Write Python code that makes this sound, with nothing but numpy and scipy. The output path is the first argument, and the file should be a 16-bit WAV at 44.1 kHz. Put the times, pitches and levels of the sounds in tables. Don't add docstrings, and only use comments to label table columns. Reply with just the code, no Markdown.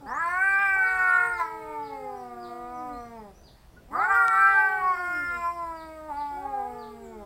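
import sys
import numpy as np
from scipy import signal
from scipy.fft import rfft, irfft, next_fast_len
from scipy.io import wavfile
from scipy.ndimage import uniform_filter1d

SR = 44100
rng = np.random.default_rng(int(sys.argv[2]) if len(sys.argv) > 2 else 0)


def generate_wav(sig):
    pcm = np.round(np.clip(np.atleast_2d(sig).T, -1, 1) * 32767).astype(np.int16)
    wavfile.write(sys.argv[1], SR, pcm)


N = 320013


def gain_of(db):
    return 10 ** (np.asarray(db) / 20)


def evened(x):
    return x / np.sqrt(np.mean(x ** 2) + 1e-20)


def read(points, hz):
    table_hz, value = np.transpose(points)
    return np.interp(np.log(hz + 1), np.log(table_hz + 1), value)


def add(mix, start_s, sound):
    part = mix[round(start_s * SR):][:len(sound)]
    part += sound[:len(part)]


def drift(count, rate_hz):
    size = max(int(SR / rate_hz), 1)
    return evened(uniform_filter1d(uniform_filter1d(rng.standard_normal(count), size), size))


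def hump(hz, centre_hz, width_hz):
    return 1 / (1 + (2 * (hz - centre_hz) / width_hz) ** 2)


def noise(colour, patchy_db):
    frames, hz = N // 512 + 5, np.fft.rfftfreq(2048, 1 / SR)
    real, imag, patches = rng.standard_normal((frames, 1025, 3)).T
    patches = uniform_filter1d(patches, size=20, axis=0)
    patches = evened(uniform_filter1d(patches, size=10, axis=1))
    level_db = read(colour, hz)[:, None] + patchy_db * patches
    spectrum = (real + 1j * imag) * gain_of(level_db)
    return evened(signal.istft(spectrum, nperseg=2048, noverlap=1536)[1][:N])


def tail(t60, start_s):
    taps = np.zeros(SR // 2)
    at = np.arange(int(start_s * SR), len(taps) - 22, 22)
    taps[at + rng.integers(0, 22, len(at))] = rng.choice([-1., 1.], len(at))
    taps *= gain_of(-60 * np.arange(len(taps)) / SR / t60)
    return taps / np.linalg.norm(taps)


# pitch_hz, density_db (per Hz)
HISS_COLOUR = [(65, -36), (110, 4.5), (258, -4), (433, -6.5), (841, -8), (1500, -15), (2280, -21),
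               (4810, -25.5), (6170, -29.5), (15700, -41)]
RUMBLE_SPECTRUM = [(15, -1.5), (45, 5.5), (63, 5.5), (80, -8.5), (130, -33.5)]
HISS_DB, RUMBLE_DB = -57.5, -57
# time_s, level_db (rms)
HUM_LEVELS = [(0, -79.5), (4.9, -73), (5.1, -55), (6.2, -57), (6.9, -64)]
HUM_HZ = 62.5


def yard():
    hiss = gain_of(HISS_DB) * noise(HISS_COLOUR, patchy_db=2.0)
    rumble = gain_of(RUMBLE_DB) * noise(RUMBLE_SPECTRUM, patchy_db=2.5)
    hum_hz = HUM_HZ * (1 + 0.028 * drift(N, 12))
    hum = np.sqrt(2) * np.sin(2 * np.pi * np.cumsum(hum_hz) / SR)
    hum_db = np.interp(np.arange(N) / SR, *np.transpose(HUM_LEVELS))
    return hiss + rumble + gain_of(hum_db) * hum


# mark_s, level_db (before the echo mix), start_hz
FALLING_CHIRPS = [(.84, -53.5, 4950), (1.33, -53, 5100), (1.823, -56, 4990), (2.403, -54.5, 4890),
                  (3.433, -56, 4850), (3.958, -54.5, 4780), (4.462, -56.5, 4980), (5.76, -56, 4803),
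                  (6.164, -55, 4740), (6.785, -56, 4677)]
CHIRP_FALL = 0.56
# mark_s, level_db (before the echo mix), start_hz, end_hz
ANSWERING_CHIRPS = [(0.225, -57, 4000, 4450), (0.26, -63, 5250, 5950), (2.16, -65, 5826, 3310),
                    (2.741, -63.5, 5970, 4310), (2.925, -58, 3700, 4365), (2.975, -65, 5270, 5990),
                    (3.34, -64, 5130, 6160), (7.011, -62, 7810, 6160)]


def sparrows():
    out, u = np.zeros(N), np.linspace(0, 1, int(.075 * SR))
    falling = np.clip((u - .35) / .65, 0, 1) ** 1.5
    rising = 1 - np.exp(-u / 0.3)
    chirps = [(*row, CHIRP_FALL * row[-1]) for row in FALLING_CHIRPS]
    for mark_s, level_db, start_hz, end_hz in chirps + ANSWERING_CHIRPS:
        glide = falling if end_hz < start_hz else rising
        hz = start_hz + (end_hz - start_hz) * glide
        hz = hz * (1 + .012 * drift(len(u), 120))
        whistle = np.sin(2 * np.pi * np.cumsum(hz) / SR) * signal.windows.tukey(len(u), .5)
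        add(out, mark_s - .008, gain_of(level_db) * whistle)
    echo = signal.oaconvolve(out, tail(t60=.5, start_s=.003))[:N]
    return .55 * out + gain_of(0.5) * echo


def click():
    return gain_of(-17) * np.hanning(7)


def tap():
    t, peak_s = np.arange(0, .05, 1 / SR), 0.01
    swell = t / peak_s * np.exp(1 - t / peak_s)
    return gain_of(-50) * swell * np.sin(2 * np.pi * 1460 * t)


def under_car(voice, dips, wet_db):
    size = next_fast_len(N + SR)
    hz = np.fft.rfftfreq(size, 1 / SR)
    gain = np.ones(len(hz))
    for dip_hz, width_hz, depth in dips:
        gain = gain * (1 - np.clip(depth, 0, .97) / (1 + 2j * (hz - dip_hz) / width_hz))
    voice = irfft(rfft(voice, size) * gain, size)[:N]
    return voice + gain_of(wet_db) * signal.oaconvolve(voice, tail(t60=0.28, start_s=.006))[:N]


def fold_roughness(t, catches):
    rough = .012 + 0.14 * np.exp(-(t - t[0]) / 0.09)
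    for centre_s, half_width_s, roughness in catches:
        rough = rough + roughness * np.exp(-((t - centre_s) / half_width_s) ** 2)
    return rough


# pitch_hz, level_db (relative to the effort, before each cat's trim)
OVERTONE_COLOUR = [(1600, -53.5), (2200, -25), (2700, -43.5), (3300, -48), (5000, -47), (6400, -68.5),
                   (7600, -46.5), (9700, -54.5), (11500, -66.5), (13500, -52.5), (15500, -56.5)]


def breath_noise(effort_db, breath_db, rough):
    count = len(effort_db)
    f = np.fft.rfftfreq(count, 1 / SR)
    colour = gain_of(read(OVERTONE_COLOUR, f)) / (1 + (6000 / (f + 1)) ** 3.3)
    air = irfft(rfft(rng.standard_normal(count)) * colour, count)
    level_db = 0.34 * effort_db + breath_db + 1.5 * drift(count, 10)
    return gain_of(level_db) * air * (1 + 7.4 * rough)


def yowl(rows, upper, ring, shine, build, catches, doublings):
    s, *columns = np.transpose(rows)
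    t = np.arange(s[0], s[-1], 1 / SR)
    hz, effort_db, mouth = (uniform_filter1d(np.interp(t, s, c), size=600, mode="nearest") for c in columns)
    chest_db, throat_db, mouth_width, thin_db, breath_db = build
    rough = fold_roughness(t, catches)
    waver = 0.001606 * drift(len(t), 23.1) + 0.1563 * rough * drift(len(t), 175.0)
    turns = np.cumsum(hz * (1 + waver)) / SR

    ts, pitch_hz, mouth_hz, effort = t[::64], hz[::64], mouth[::64], gain_of(effort_db[::64])
    when, *higher = np.transpose(upper)
    upper_db, ring_db = (np.interp(ts, when, c) for c in higher)
    ring_hz = ring[0] + ring[1] * pitch_hz
    patches = uniform_filter1d(rng.standard_normal((len(ts), 46)), size=100, axis=0)
    patches = uniform_filter1d(patches, size=2, axis=1)
    flicker_db = 6 * np.clip(evened(patches), -3, 1.9).T
    crackle = evened(uniform_filter1d(rng.standard_normal((len(ts), 46)), size=6, axis=0)).T
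    settle = np.minimum((ts - s[0]) / .25, 1) ** 2
    top_hz = 2550 * (1 - 0.3 * np.exp(-(ts - s[0]) / 0.16))
    shines = []
    for width, path in shine:
        path_s, path_hz, path_db = np.transpose(path)
        shine_db = np.interp(ts, path_s, path_db, left=-120, right=-120)
        shines.append((width, np.interp(ts, path_s, path_hz), shine_db))

    out = np.zeros(len(t))
    for k in range(1, 46):
        f = k * pitch_hz
        tract = hump(f, mouth_hz, mouth_width) + gain_of(throat_db) * hump(f, 927, 460)
        tract = tract + gain_of(upper_db) * hump(f, 1.543 * mouth_hz, 0.81 * mouth_width)
        tract = tract + gain_of(ring_db) * hump(f, ring_hz, 133)
        tract = tract / (1 + (0.35 * mouth_hz / f) ** 21.0) / (1 + (f / top_hz) ** 8.7)
        chest = gain_of(chest_db) * hump(f, 160, 440) * np.minimum(effort / gain_of(-50.0), 1)
        thin_gain = gain_of(read(OVERTONE_COLOUR, f) + thin_db + flicker_db[k])
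        thin = effort ** 0.98 * thin_gain * (f < 16000) * settle
        lit = sum(gain_of(db) * hump(f, centre_hz, width) for width, centre_hz, db in shines)
        thin = thin + lit * gain_of(flicker_db[k] / 2) * np.minimum(effort / gain_of(-48), 1)
        thin = thin * (1 + np.minimum(f / 10000, .8) * crackle[k])
        level = np.sqrt((effort * tract) ** 2 + chest ** 2 + thin ** 2)
        out += np.interp(t, ts, level) * np.cos(2 * np.pi * k * turns + 0.51 * k * k)

    out *= np.sqrt(2) * (1 + 2.0 * rough * drift(len(t), 350))
    doubling = sum(d * np.exp(-((t - at) / w) ** 4) for at, w, d in doublings)
    out *= 1 + doubling * np.cos(np.pi * turns)
    out += breath_noise(effort_db, breath_db, rough)
    return s[0], out * signal.windows.tukey(len(t), 0.039 / (s[-1] - s[0]))


def cat(calls, dips, **voice_settings):
    voice = np.zeros(N)
    for rows in calls:
        add(voice, *yowl(rows, **voice_settings))
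    return under_car(voice, dips, wet_db=-8)


# time_s, pitch_hz, effort_db, mouth_resonance_hz
SECOND_YOWLS = [
    [(0.0, 299, -52, 860), (0.055, 271, -46.5, 820), (0.1, 241.4, -62, 600)],
    [(0.75, 402.7, -32.5, 910), (0.88, 459, -28.5, 1220), (0.999, 453, -28.5, 1225),
     (1.144, 463.9, -21, 1420), (1.254, 467, -19, 1193), (1.399, 441.8, -31, 994), (1.548, 438, -34, 646),
     (1.852, 444.4, -34, 670), (2.102, 412.7, -29.5, 598), (2.301, 370, -54, 698),
     (2.446, 355.8, -37, 589.8), (2.701, 338.3, -50, 479.7), (3.0, 268, -51, 374)],
    [(3.87, 221.7, -65.5, 815), (3.99, 377.4, -26, 852), (4.05, 427.8, -29, 900), (4.169, 473, -16, 1357),
     (4.349, 447, -20.5, 1471), (4.499, 443.8, -24, 1274), (4.603, 429.3, -27, 831),
     (4.798, 412.5, -29, 610), (4.928, 389.6, -47.5, 830), (5.132, 321, -46.5, 402),
     (5.302, 256.7, -57, 506), (5.416, 229.5, -55, 511)],
    [(6.3, 350, -57, 750), (6.42, 382, -43, 741), (6.48, 410.6, -32.5, 793), (6.619, 402.1, -30.5, 744),
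     (6.749, 430.4, -34.5, 624), (6.88, 432, -36, 542), (7.0, 407, -46.5, 490), (7.253, 323.2, -59.5, 311)],
]
# time_s, upper_db, nasal_ring_db (both relative to the effort)
SECOND_RESONANCES = [(0, -12.5, -24), (6.5, -30, -10), (6.9, -26, -10)]
# base_hz (at zero pitch), slope_hz_per_hz
SECOND_NASAL = (237, 3.24)
# (time_s, centre_hz, level_db)
SECOND_GLINTS = [(250, [(1.45, 2200, -58), (2.0, 2080, -58), (2.25, 1820, -64), (2.45, 1730, -77.5)])]
# chest_db, throat_db (relative to the effort), mouth_width_hz, overtones_db, breath_db (trims)
SECOND_BODY = (-46, -18, 250, -18, -4)
# centre_hz, width_hz, depth (0-1, held to 0.97)
SECOND_NOTCHES = [(943.5, 163, 0.62), (1090, 78, 0.75), (1240, 110, 0.32), (1673, 280, 0.85)]


def second_cat():
    return cat(SECOND_YOWLS, SECOND_NOTCHES, upper=SECOND_RESONANCES, ring=SECOND_NASAL,
               shine=SECOND_GLINTS, build=SECOND_BODY, catches=[], doublings=[])


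# time_s, pitch_hz, effort_db, mouth_resonance_hz
FIRST_YOWLS = [
    [(0.05, 193.2, -46.5, 866), (0.1, 231.3, -32, 965), (0.15, 279.7, -28.5, 1090),
     (0.2, 331.8, -27.5, 1240), (0.294, 348.2, -21, 1080), (0.439, 387.4, -20.5, 1564),
     (0.624, 397.4, -19.5, 1478), (0.803, 379.5, -22, 1493), (1.153, 364.4, -18, 1585),
     (1.262, 360.6, -21.5, 1319), (1.377, 348.4, -30.5, 1310), (1.402, 344.6, -19.5, 1120),
     (1.452, 322.2, -32.5, 1125), (1.552, 322.7, -32, 863), (1.836, 290.4, -37.5, 863),
     (2.031, 260.8, -42, 603), (2.355, 237.3, -42, 790), (2.55, 241.2, -40.5, 742),
     (2.849, 249.4, -38, 823), (3.153, 229.4, -42.5, 600), (3.328, 186.5, -55.5, 532)],
    [(3.9, 173, -52, 880), (3.95, 237.6, -26, 1190), (4.0, 321, -24.5, 1260), (4.05, 365, -20, 1470),
     (4.082, 386.3, -27, 1390), (4.105, 395, -14, 1410), (4.149, 390.2, -17, 1375),
     (4.279, 376.3, -22.5, 1107), (4.409, 392.5, -17.5, 1474), (4.504, 395.7, -16.5, 1654),
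     (4.733, 381.7, -21, 1363), (4.9, 367.7, -22.5, 1082), (4.968, 358.3, -26, 1280),
     (5.04, 357.2, -22.5, 1200), (5.292, 351, -24.5, 1424), (5.447, 341.1, -23, 1143),
     (5.551, 345.8, -30.5, 926), (5.746, 324.8, -29, 777), (6.08, 308, -35, 782), (6.13, 282.4, -31, 924),
     (6.2, 291, -32, 860), (6.399, 282.6, -32.5, 860), (6.5, 273, -38.5, 755), (6.62, 250.4, -39, 670),
     (6.76, 241.4, -42, 660), (6.858, 235.1, -47, 649), (7.098, 228, -45.5, 544), (7.252, 197, -45.5, 550)],
]
# time_s, upper_db, nasal_ring_db (both relative to the effort)
FIRST_RESONANCES = [(0.06, -17.5, -6), (0.2, -15.5, -23), (0.44, -14, -30.5), (0.65, -5, -26.5),
                    (1.259, -27, -24), (1.45, -19, -11), (1.65, -64, -30), (2.25, -14, -31),
                    (3.302, -3.5, -33.5), (3.951, -23.5, -40), (4.3, -14.5, -35.5), (5.2, -38, -18.5),
                    (6.55, -37, -45), (7.25, -8, -31)]
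# base_hz (at zero pitch), slope_hz_per_hz
FIRST_NASAL = (988, 3.32)
# (time_s, centre_hz, level_db)
FIRST_GLINTS = [(317, [(0.06, 4460, -72), (0.2, 7720, -56.5), (0.35, 9000, -68.5), (0.6, 10170, -83.5),
                (1.099, 9360, -64), (1.3, 8510, -63), (1.42, 5860, -61.5), (1.55, 4900, -85),
                (4.8, 5088, -81), (5.0, 5288, -67), (5.55, 5270, -62.5), (6.2, 4300, -83)]),
                (680, [(4.0, 7400, -70), (4.2, 8170, -69), (4.6, 8270, -75), (5.0, 7600, -79),
                (5.42, 7430, -67), (5.6, 7760, -85)]), (198, [(0.06, 1830, -51), (0.15, 1710, -37),
                (0.24, 1620, -28), (0.33, 1770, -75), (3.9, 1906, -65.5), (4.02, 2040, -34.5),
                (4.08, 2000, -69.5), (6.65, 1200, -67), (6.8, 1185, -48), (6.92, 1175, -43),
                (7.03, 1150, -76)])]
# chest_db, throat_db (relative to the effort), mouth_width_hz, overtones_db, breath_db (trims)
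FIRST_BODY = (-50, -14, 300, -6, -1)
# centre_s, half_width_s, roughness (added)
HOARSE_CATCHES = [(1.41, 0.032, 0.07), (4.962, 0.016, 0.08), (6.103, 0.01975, 0.06)]
# centre_s, half_width_s, depth (0-1)
CYCLE_DOUBLINGS = [(0.546, 0.21, 0.08)]
# centre_hz, width_hz, depth (0-1, held to 0.97)
FIRST_NOTCHES = [(577, 28, 0.93), (660.6, 138, 0.72), (938.5, 85, 0.95), (1056.4, 82, 0.7), (1137, 39, 1),
                 (1378, 47, 1), (1491, 54, 0.57), (1705, 94, 0.4)]


def first_cat():
    return cat(FIRST_YOWLS, FIRST_NOTCHES, upper=FIRST_RESONANCES, ring=FIRST_NASAL,
               shine=FIRST_GLINTS, build=FIRST_BODY, catches=HOARSE_CATCHES, doublings=CYCLE_DOUBLINGS)


def scene():
    mix = yard() + sparrows() + second_cat() + first_cat()
    add(mix, 4.2822, click())
    add(mix, 3.765, tap())
    return mix[None]


def record(dry):
    low_pass = signal.firwin(2047, 15900, window=("kaiser", 9), fs=SR)
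    return signal.oaconvolve(dry, low_pass[None], "same")


dry = scene()
out = record(dry)
generate_wav(out)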